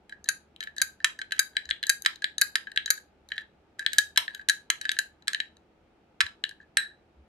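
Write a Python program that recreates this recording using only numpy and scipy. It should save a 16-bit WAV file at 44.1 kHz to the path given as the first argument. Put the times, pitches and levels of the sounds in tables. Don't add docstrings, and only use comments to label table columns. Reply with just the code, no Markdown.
import sys
import numpy as np
from scipy import signal
from scipy.fft import rfft, irfft
from scipy.io import wavfile
from scipy.ndimage import uniform_filter1d, minimum_filter1d

SR = 44100
rng = np.random.default_rng(int(sys.argv[2]) if len(sys.argv) > 2 else 0)


def wrap_up_sound(samples):
    columns = np.atleast_2d(samples).T
    tamed = np.clip(columns, -1, 1)
    steps = np.round(tamed * 32767).astype(np.int16)
    wavfile.write(sys.argv[1], SR, steps)


N = 321029

SIZE = 4096
BINS = np.fft.rfftfreq(SIZE, 1 / SR)
WALL_HZ = 1690
MARGIN_S = .002

REGISTERS = [1000, 1450, 2000, 2700, 3600, 4300, 5000, 5600, 8000, 9000, 13000]
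# pitch_hz, likeness (0-1)
LIKENESS = [(1200, 0.98), (1700, 0.29), (2400, .4), (3900, 1), (6000, 0.51), (9000, .7), (12000, 0.68)]
# start_s, level_db, favoured_steel_hz
TINGS = [(0.2883, -25, 6500), (0.8166, -23, 6200), (1.3923, -21, 4700), (1.8946, -19.5, 7900),
         (2.414, -20, 4700), (2.904, -22, 6500)]
# start_s, level_db, brightness_db (per octave), body_db
CLINKS = [(0.0951, -52, 2.5, 6), (0.124, -38, -9.5, -1.5), (0.606, -34.5, 0.5, 6),
          (0.6275, -40, -0.5, 10.5), (0.637, -43, 3.5, 3), (0.6724, -35.5, -7.5, 2),
          (0.765, -43.5, 1.5, -7.5), (0.802, -43.5, -4.0, 7), (1.003, -45.0, -7.5, 0.5),
          (1.1899, -35.5, -0.5, -7.5), (1.216, -32.5, -2.5, 6.5), (1.309, -47, -1.5, 7),
          (1.321, -28, 1.5, 5), (1.6908, -35.5, -1.5, 0), (1.7029, -39.5, 4, -3), (2.0494, -37, 2.5, 2),
          (2.221, -35.0, -1, -3), (2.6707, -34, -11.5, 5), (2.7612, -33, 0, -2), (2.8779, -36, -4, 5.5),
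          (2.977, -43, 1, -10), (3.7937, -31.5, 1, -3.5), (3.9324, -35.5, 6, 3), (3.984, -15, 4.5, -3),
          (4.161, -38, 1.0, 8.5), (4.348, -39, 3, 4.5), (4.3942, -42.5, -10.5, -3.5), (4.4872, -26, 6, 1.5),
          (4.4964, -18.5, 4, -1.5), (4.8133, -35, 3.0, -2.5), (4.853, -28, -3.5, 1), (4.9166, -32, 4, 4),
          (4.9669, -36.5, -5.5, 3), (4.9886, -22, 3.5, -2.5), (5.2733, -43, 1.5, 8),
          (5.3326, -32.5, 2.5, 0), (6.511, -43.5, -4.5, -2), (6.601, -49.0, -20, -11.5)]


def gain_of(db):
    return 10 ** (np.asarray(db) / 20)


def evened(x):
    return x / np.sqrt(np.mean(x ** 2) + 1e-20)


def read(points, hz):
    f, value = np.transpose(points)
    return np.interp(np.log(hz + 1), np.log(f + 1), value)


def fade(t, t60):
    return np.exp(-np.log(1000) * t / np.maximum(t60, 1e-4))


def add(mix, s, sound):
    part = mix[..., round(s * SR):][..., :sound.shape[-1]]
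    part += sound[..., :part.shape[-1]]


def causal(db):
    cepstrum = irfft(np.log(gain_of(db)))
    cepstrum[..., 1:SIZE // 2] *= 2
    cepstrum[..., SIZE // 2 + 1:] = 0
    return np.exp(rfft(cepstrum))


def pair(z, likeness):
    c = np.clip(likeness, -1, 1)
    return np.array([z[0], c * z[0] + np.sqrt(1 - c ** 2) * z[1]])


def air(waver=0.86, waver_hz=4, low_cut_hz=46):
    # pitch_hz, density_db (per Hz)
    noise_shape = [(15, -45), (25, -7.5), (76, -7.5), (114, -12.5), (217, -8), (263, -10.5), (335, -8.5),
                   (591, -14.5), (863, -13.5), (1040, -24), (1260, -19.5), (1650, -24), (2050, -26.5),
                   (2410, -25.5), (16000, -57.5)]
    # pitch_hz, likeness (0-1)
    air_likeness = [(60, .995), (180, .92), (350, .78), (700, .55), (1500, .2), (5000, 0)]
    # pitch_hz, level_db (rms)
    hum_tones = [(73, -74.5), (334, -79.5)]
    air_db = -63.5
    hz, t = np.fft.rfftfreq(N, 1 / SR), np.arange(N) / SR
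    z = pair(rfft(rng.standard_normal((2, N))), read(air_likeness, hz))
    z = z * hz ** 2 / np.sqrt(hz ** 4 + low_cut_hz ** 4)
    noise = irfft(z * gain_of(read(noise_shape, hz)), N)
    out = gain_of(air_db) * evened(noise)
    for hum_hz, db in hum_tones:
        slow = rfft(rng.standard_normal(N)) * np.exp(-(hz / waver_hz) ** 2)
        drift = evened(irfft(slow, N))
        tone = np.sin(2 * np.pi * hum_hz * t + drift)
        out = out + gain_of(db) * evened(tone * (1 + waver * np.roll(drift, SR)))
    return out


def strike(wall_hz, t60, crack_db=1, crack_t60=0.005, spread_db=4, detune=.016):
    # pitch_hz, level_db, share of the ring's t60 (ratio)
    modes = [(1050, -30, .4), (1319.6, -6, 3.4), (1595.5, 1.5, 1.0), (1692, 3.5, 1.4), (1808, -3, 0.18),
             (2200, -12.5, 0.72), (2560, -3.5, 0.31), (3056, -3, .45), (3143, -1, 0.48), (3887, 0.5, 0.93),
             (3978, 3.5, 0.76), (4360, -11, .5), (4600, -5.5, .45), (4740, -1.5, .5), (5000, -9.5, .4),
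             (5540, -7.5, 0.43), (6224, -3.5, 0.34), (6500, -7.5, 0.49), (6920, -3, 0.48),
             (7300, -4.5, 0.22), (7700, -5.5, 0.43), (8420, -6, .5), (8500, -10.5, 0.17), (9440, -7, .4),
             (10410, -4, 0.36), (10950, -6, 0.43), (12050, -5.5, 0.5)]
    # pitch_hz, gain_db
    radiation = [(200, -72), (600, -43), (860, -26.5), (980, -4), (12000, 2.5), (12600, -13.5),
                 (14000, -17), (16500, -26)]
    t = np.arange(SIZE) / SR
    hz, db, share = np.transpose(modes)
    low = hz < REGISTERS[2]
    hz = np.where(low, hz * wall_hz / WALL_HZ, hz)
    hz = hz * (1 + detune * rng.standard_normal(len(hz)))
    push_sign = rng.choice([-1, 1], (2, 1))
    sign = np.where(low, push_sign, rng.choice([-1, 1], (2, len(hz))))
    weight = sign * gain_of(db + spread_db * rng.standard_normal((2, len(hz))))
    side_phase = np.array([0, np.pi / 2])[:, None, None]
    phase = 2 * np.pi * hz[:, None] * t + side_phase
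    fading = np.sin(phase) * fade(t, t60 * share[:, None])
    ring = np.sum(weight[..., None] * fading, 1)
    crack = gain_of(crack_db) * rng.standard_normal((2, SIZE)) * fade(t, crack_t60)
    return rfft(ring + crack) * causal(read(radiation, BINS))


def touch(ting_hz, knock_db, ting_db=8, ting_width_hz=520, full_knock_db=-12):
    steel = ting_db / (1 + ((BINS - ting_hz) / ting_width_hz) ** 2)
    depth = np.clip((REGISTERS[1] - BINS) / (REGISTERS[1] - REGISTERS[0]), 0, 1)
    return causal(steel + depth * np.clip(knock_db - full_knock_db, -20, 0))


def voiced(z, levels_db, order=11, count=3):
    register = np.digitize(BINS, REGISTERS[1:-1])
    member = register[:, None] == np.arange(len(levels_db))
    member = member * (BINS > REGISTERS[0])[:, None]
    for _ in range(count):
        power = 2 * abs(z) ** 2 @ member / (SIZE * SR * .01)
        lift_db = (levels_db - 10 * np.log10(power + 1e-20))[:, register]
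        smooth_db = uniform_filter1d(uniform_filter1d(lift_db, 2 * order + 1), order)
        z = z * causal(smooth_db)
    return z


def microphones(z, left_db=0, lean_below_hz=5000):
    # pitch_hz, left_minus_right_db
    balance = [(1200, 2.5), (1700, -1), (2400, -3.5), (3200, 2), (4000, 5.5), (4800, 2), (6000, 0.5),
               (8000, -0.5), (12000, -2)]
    # pitch_hz, lead (radians)
    lead = [(1200, -0.63), (1750, -1.02), (2300, 0.79), (3200, 0.69), (4000, 0.99), (6000, .9), (8000, 1.2),
            (10000, 1.8), (12000, 1.9)]
    balance_db = read(balance, BINS) + left_db / (1 + (BINS / lean_below_hz) ** 2)
    lean = gain_of(balance_db / 2) * np.exp(.5j * read(lead, BINS))
    ports = np.array([lean, 1 / lean]) * np.exp(-2j * np.pi * BINS * MARGIN_S)
    ports = ports / np.sqrt(np.mean(abs(ports) ** 2, 0))
    sound = irfft(pair(z, read(LIKENESS, BINS)) * ports)
    return sound * np.minimum(2 * np.linspace(1, 0, SIZE), 1) ** 2


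def contact(db, brightness_db, body_db, colour_db, wall_hz, ting_hz, t60, rebound, left_db,
            steel_db=0, rebound_s=.0039, steel_width_hz=520):
    body_share = [.8, 0, .8, 1, .5, 0, 0, 0, 0, 0]
    hard_db, rebound_slope = -20.5, .6
    centres = np.sqrt(np.multiply(REGISTERS[:-1], REGISTERS[1:]))
    octaves = np.maximum(np.log2(centres / WALL_HZ), 0)
    steel = steel_db / (1 + ((centres - ting_hz) / steel_width_hz) ** 2)
    levels_db = db + np.array(colour_db) + brightness_db * octaves
    levels_db = levels_db + body_db * np.array(body_share) + steel
    share = rebound * gain_of(rebound_slope * min(db - hard_db, 0))
    delay_s = rebound_s * rng.uniform(.92, 1.08)
    bounce = share * np.exp(-2j * np.pi * BINS * delay_s)
    z = strike(wall_hz, t60) + bounce * strike(wall_hz, t60)
    z = z * touch(ting_hz, levels_db[0] - levels_db[1])
    return microphones(voiced(z, levels_db), left_db)


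def clinks():
    # start_s, level_db, brightness_db (per octave), body_db,
    # favoured_steel_hz
    knock_rows = [(1.045, -19.5, 0, 0.5, 7200), (2.0611, -19.5, -1.5, 0, 4500),
                  (2.5556, -22.5, -.5, -3, 4600), (4.175, -19.5, 2, 4, 5300), (4.7018, -24, 1, 3, 6700),
                  (5.281, -26.5, 0.5, 0, 4600), (6.206, -21.5, -2.5, 3.5, 5250),
                  (6.2113, -22.5, -2, -0.5, 5150), (6.7709, -19.5, -.5, -2.5, 8300)]
    # start_s, level_db, brightness_db (per octave), body_db
    clack_rows = [(0.5625, -70, 9.5, 14.5), (1.568, -24, 0.5, 0), (1.7101, -25, -2.5, 6),
                  (1.829, -34.5, 4.5, -3), (1.8369, -31.5, -0.5, 1.5), (2.2431, -23.5, 0, -1),
                  (2.7173, -43, 1, -9), (2.7748, -23, -1, 4), (3.3188, -31, -5, 3.5),
                  (3.3801, -31, -3, 1.5), (3.8635, -23.5, 1.5, 2.5), (4.2798, -29.5, -6.5, -3.5),
                  (4.8927, -25, 2.5, -3), (5.347, -28.5, 1, 0), (5.402, -27, 0, -0.5),
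                  (6.265, -36.5, 0.5, -2.5), (6.4394, -29, 2.0, 3), (6.451, -42, 0, 0),
                  (6.4923, -49.5, 7.5, -5.5)]
    # start_s, level_db, brightness_db (per octave), body_db
    tick_rows = [(0.2426, -56, 2, -21), (0.7819, -35.5, -4.5, -6), (1.6548, -47.5, -6, -1),
                 (1.8679, -44, 1.5, -8), (2.0215, -67.5, 11.5, -10), (2.1582, -57.5, -1.0, 6),
                 (2.3819, -41, 2, 3), (2.8597, -39, -1, 3), (3.2883, -64.5, 2, 1), (5.2234, -61.5, -6.5, 3),
                 (5.5685, -70, -0.5, 2)]
    # colour_db (per pitch range), wall_hz, ting_hz (favoured steel tones) or
    # steel_db (how far they stand out), t60 (s), rebound (0-1), left_db (lean to the left)
    ting_kind = dict(colour_db=[-21.5, 0.5, -10.5, -16.5, -4, -4.5, -18.5, -1, -15, -1],
                 wall_hz=1622, steel_db=2, t60=0.035, rebound=0.65, left_db=3.5)
    # same columns, with steel_db
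    knock_kind = dict(colour_db=[-15.5, -0.5, -7, -5.5, -5, -13.5, -15, -9.5, -13, -12.5],
                  wall_hz=1732, steel_db=7.5, t60=.023, rebound=0.26, left_db=-0.5)
    # same columns, with ting_hz
    clack_kind = dict(colour_db=[-30, -0.5, -11.5, -5, -2.5, -15, -24, -20, -25.5, -26],
                  wall_hz=1730.5, ting_hz=8400, t60=.018, rebound=.05, left_db=3)
    # same columns, with ting_hz
    clink_kind = dict(colour_db=[-27, 0, -16, -13, -8, -16.5, -22.5, -15, -23.5, -20.5],
                  wall_hz=1702.5, ting_hz=4700, t60=.032, rebound=.35, left_db=1.5)
    # same columns, with ting_hz
    tick_kind = dict(colour_db=[-22, 0.5, -17, -8, 8.5, -0.5, -10, 4, -15.5, -4.5],
                 wall_hz=1730, ting_hz=6300, t60=0.025, rebound=.1, left_db=3.5)
    out = np.zeros((2, N))
    for s, db, ting_hz in TINGS:
        add(out, s - MARGIN_S, contact(db, 0, 0, ting_hz=ting_hz, **ting_kind))
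    for s, db, brightness_db, body_db, ting_hz in knock_rows:
        add(out, s - MARGIN_S, contact(db, brightness_db, body_db, ting_hz=ting_hz, **knock_kind))
    for rows, kind in [(clack_rows, clack_kind), (CLINKS, clink_kind), (tick_rows, tick_kind)]:
        for s, db, brightness_db, body_db in rows:
            add(out, s - MARGIN_S, contact(db, brightness_db, body_db, **kind))
    return out


def slide(length, db, slips_per_s=260, uneven_db=4, ring_t60=.035):
    # pitch_hz, gain_db
    softness = [(1000, -21.5), (1400, -15.0), (1650, 2), (2200, -7.5), (4000, -11.5),
                (7000, -19.0), (12000, -25.0)]
    n = max(round(length * SR), 2)
    slips = rng.random(n) < slips_per_s / SR
    slips = slips * gain_of(uneven_db * rng.standard_normal(n))
    slips[0] = 1
    ring = microphones(strike(WALL_HZ, ring_t60) * causal(read(softness, BINS)))
    sound = signal.fftconvolve(slips[None], ring, axes=1)
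    return gain_of(db) * sound / np.sqrt(np.sum(sound ** 2) / (2 * n))


def grazes():
    # start_s, end_s, level_db
    scrapes = [(0.767, .811, -47), (1.531, 1.575, -51), (2.024, 2.066, -58.5), (3.3, 3.416, -50.5),
               (3.786, 3.851, -44.5), (3.911, 3.99, -45), (4.291, 4.422, -51), (4.81, 4.945, -50.5),
               (5.302, 5.435, -58)]
    run_up_s, run_up_db = 0.032, -25.5
    drag_s, drag_db = .03, -60.5
    out = np.zeros((2, N))
    for s, db, _ in TINGS:
        add(out, s - run_up_s, slide(run_up_s, db + run_up_db))
    for s, *_ in CLINKS:
        add(out, s, slide(drag_s, drag_db))
    for start, end, db in scrapes:
        add(out, start, slide(end - start, db))
    return out


def room(x, first_s=0.0056, build_s=0.0013, half_cycles_per_s=1.3, count=3):
    # pitch_hz, t60_s
    echo_t60 = [(600, 0.37), (1700, 0.1837), (4000, 0.2365), (8000, 0.21), (13000, 0.2)]
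    # pitch_hz, gain_db
    echo_db = [(600, -8), (1700, -8.5), (2700, -10), (4000, -15.5), (7000, -15.5), (12000, -14)]
    t = np.arange(SR // 2) / SR
    source, wet = (x[0] + x[1]) / 2, np.zeros((2, N))
    for k in range(count):
        taps = rng.standard_normal((2, len(t))) * (rng.random((2, len(t))) < .15)
        taps = taps * np.clip((t - first_s) / build_s, 0, 1)
        hz, age, z = signal.stft(taps, SR, nperseg=128)
        z = z * fade(age, read(echo_t60, hz)[:, None])
        plain = signal.istft(z, SR)[1]
        coloured = signal.istft(z * gain_of(read(echo_db, hz))[:, None], SR)[1]
        tail = coloured / np.sqrt(np.sum(plain ** 2) / 2)
        place = np.cos(np.pi * (half_cycles_per_s * np.arange(N) / SR + k / count))
        place = place * np.sqrt(2 / count)
        wet += signal.fftconvolve(place * (x + source) / np.sqrt(3), tail, axes=1)[:, :N]
    return wet


def bumps():
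    # start_s, level_db (top of the swell), pitch_hz, length_s
    bump_rows = [(1.653, -53, 64, 0.1), (6.225, -48.5, 84, 0.046), (7.144, -52.5, 68.6, 0.11)]
    out = np.zeros((2, N))
    for s, db, hz, length in bump_rows:
        t = np.arange(round(length * SR)) / SR
        swell = np.sin(np.pi * t / length)
        add(out, s, gain_of(db) * np.sin(2 * np.pi * hz * t) * swell)
    return out


def ringing(s, bands, swell_s=.008):
    t, out = np.arange(SR // 2) / SR, np.zeros((2, N))
    f = np.fft.rfftfreq(len(t), 1 / SR)
    for hz, width, db, t60 in bands:
        z = pair(rfft(rng.standard_normal((2, len(t)))), read(LIKENESS, hz))
        z = z / (1 + (2 * (f - hz) / width) ** 4)
        noise = evened(irfft(z, len(t)))
        add(out, s, gain_of(db) * noise * fade(t, t60) * (1 - fade(t, swell_s)))
    return out


def hollow_knock():
    # pitch_hz, width_hz, level_db, t60_s
    hollow_bands = [(665, 110, -43, .075), (1020, 130, -24.5, .04)]
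    return ringing(4.1755, hollow_bands)


def rim_chatter():
    # pitch_hz, width_hz, level_db, t60_s
    rim_bands = [(1708, 300, -25.5, 0.25), (2580, 2100, -35.5, 0.12), (3925, 230, -29.5, 0.24),
                 (8170, 520, -32.5, 0.14), (11900, 230, -53.5, 0.18)]
    return ringing(6.7715, rim_bands)


def scene():
    glass = clinks() + grazes() + hollow_knock() + rim_chatter()
    return glass + room(glass) + bumps() + air()


def record(dry, size=130):
    edge_hz = 16500
    gain = 1 / np.maximum(abs(dry).max(0), 1)
    limited = dry * uniform_filter1d(minimum_filter1d(gain, size), size)
    low_pass = signal.firwin(511, edge_hz, window=("kaiser", 9), fs=SR)
    return signal.oaconvolve(limited, low_pass[None], "same")


dry = scene()
out = record(dry)
wrap_up_sound(out)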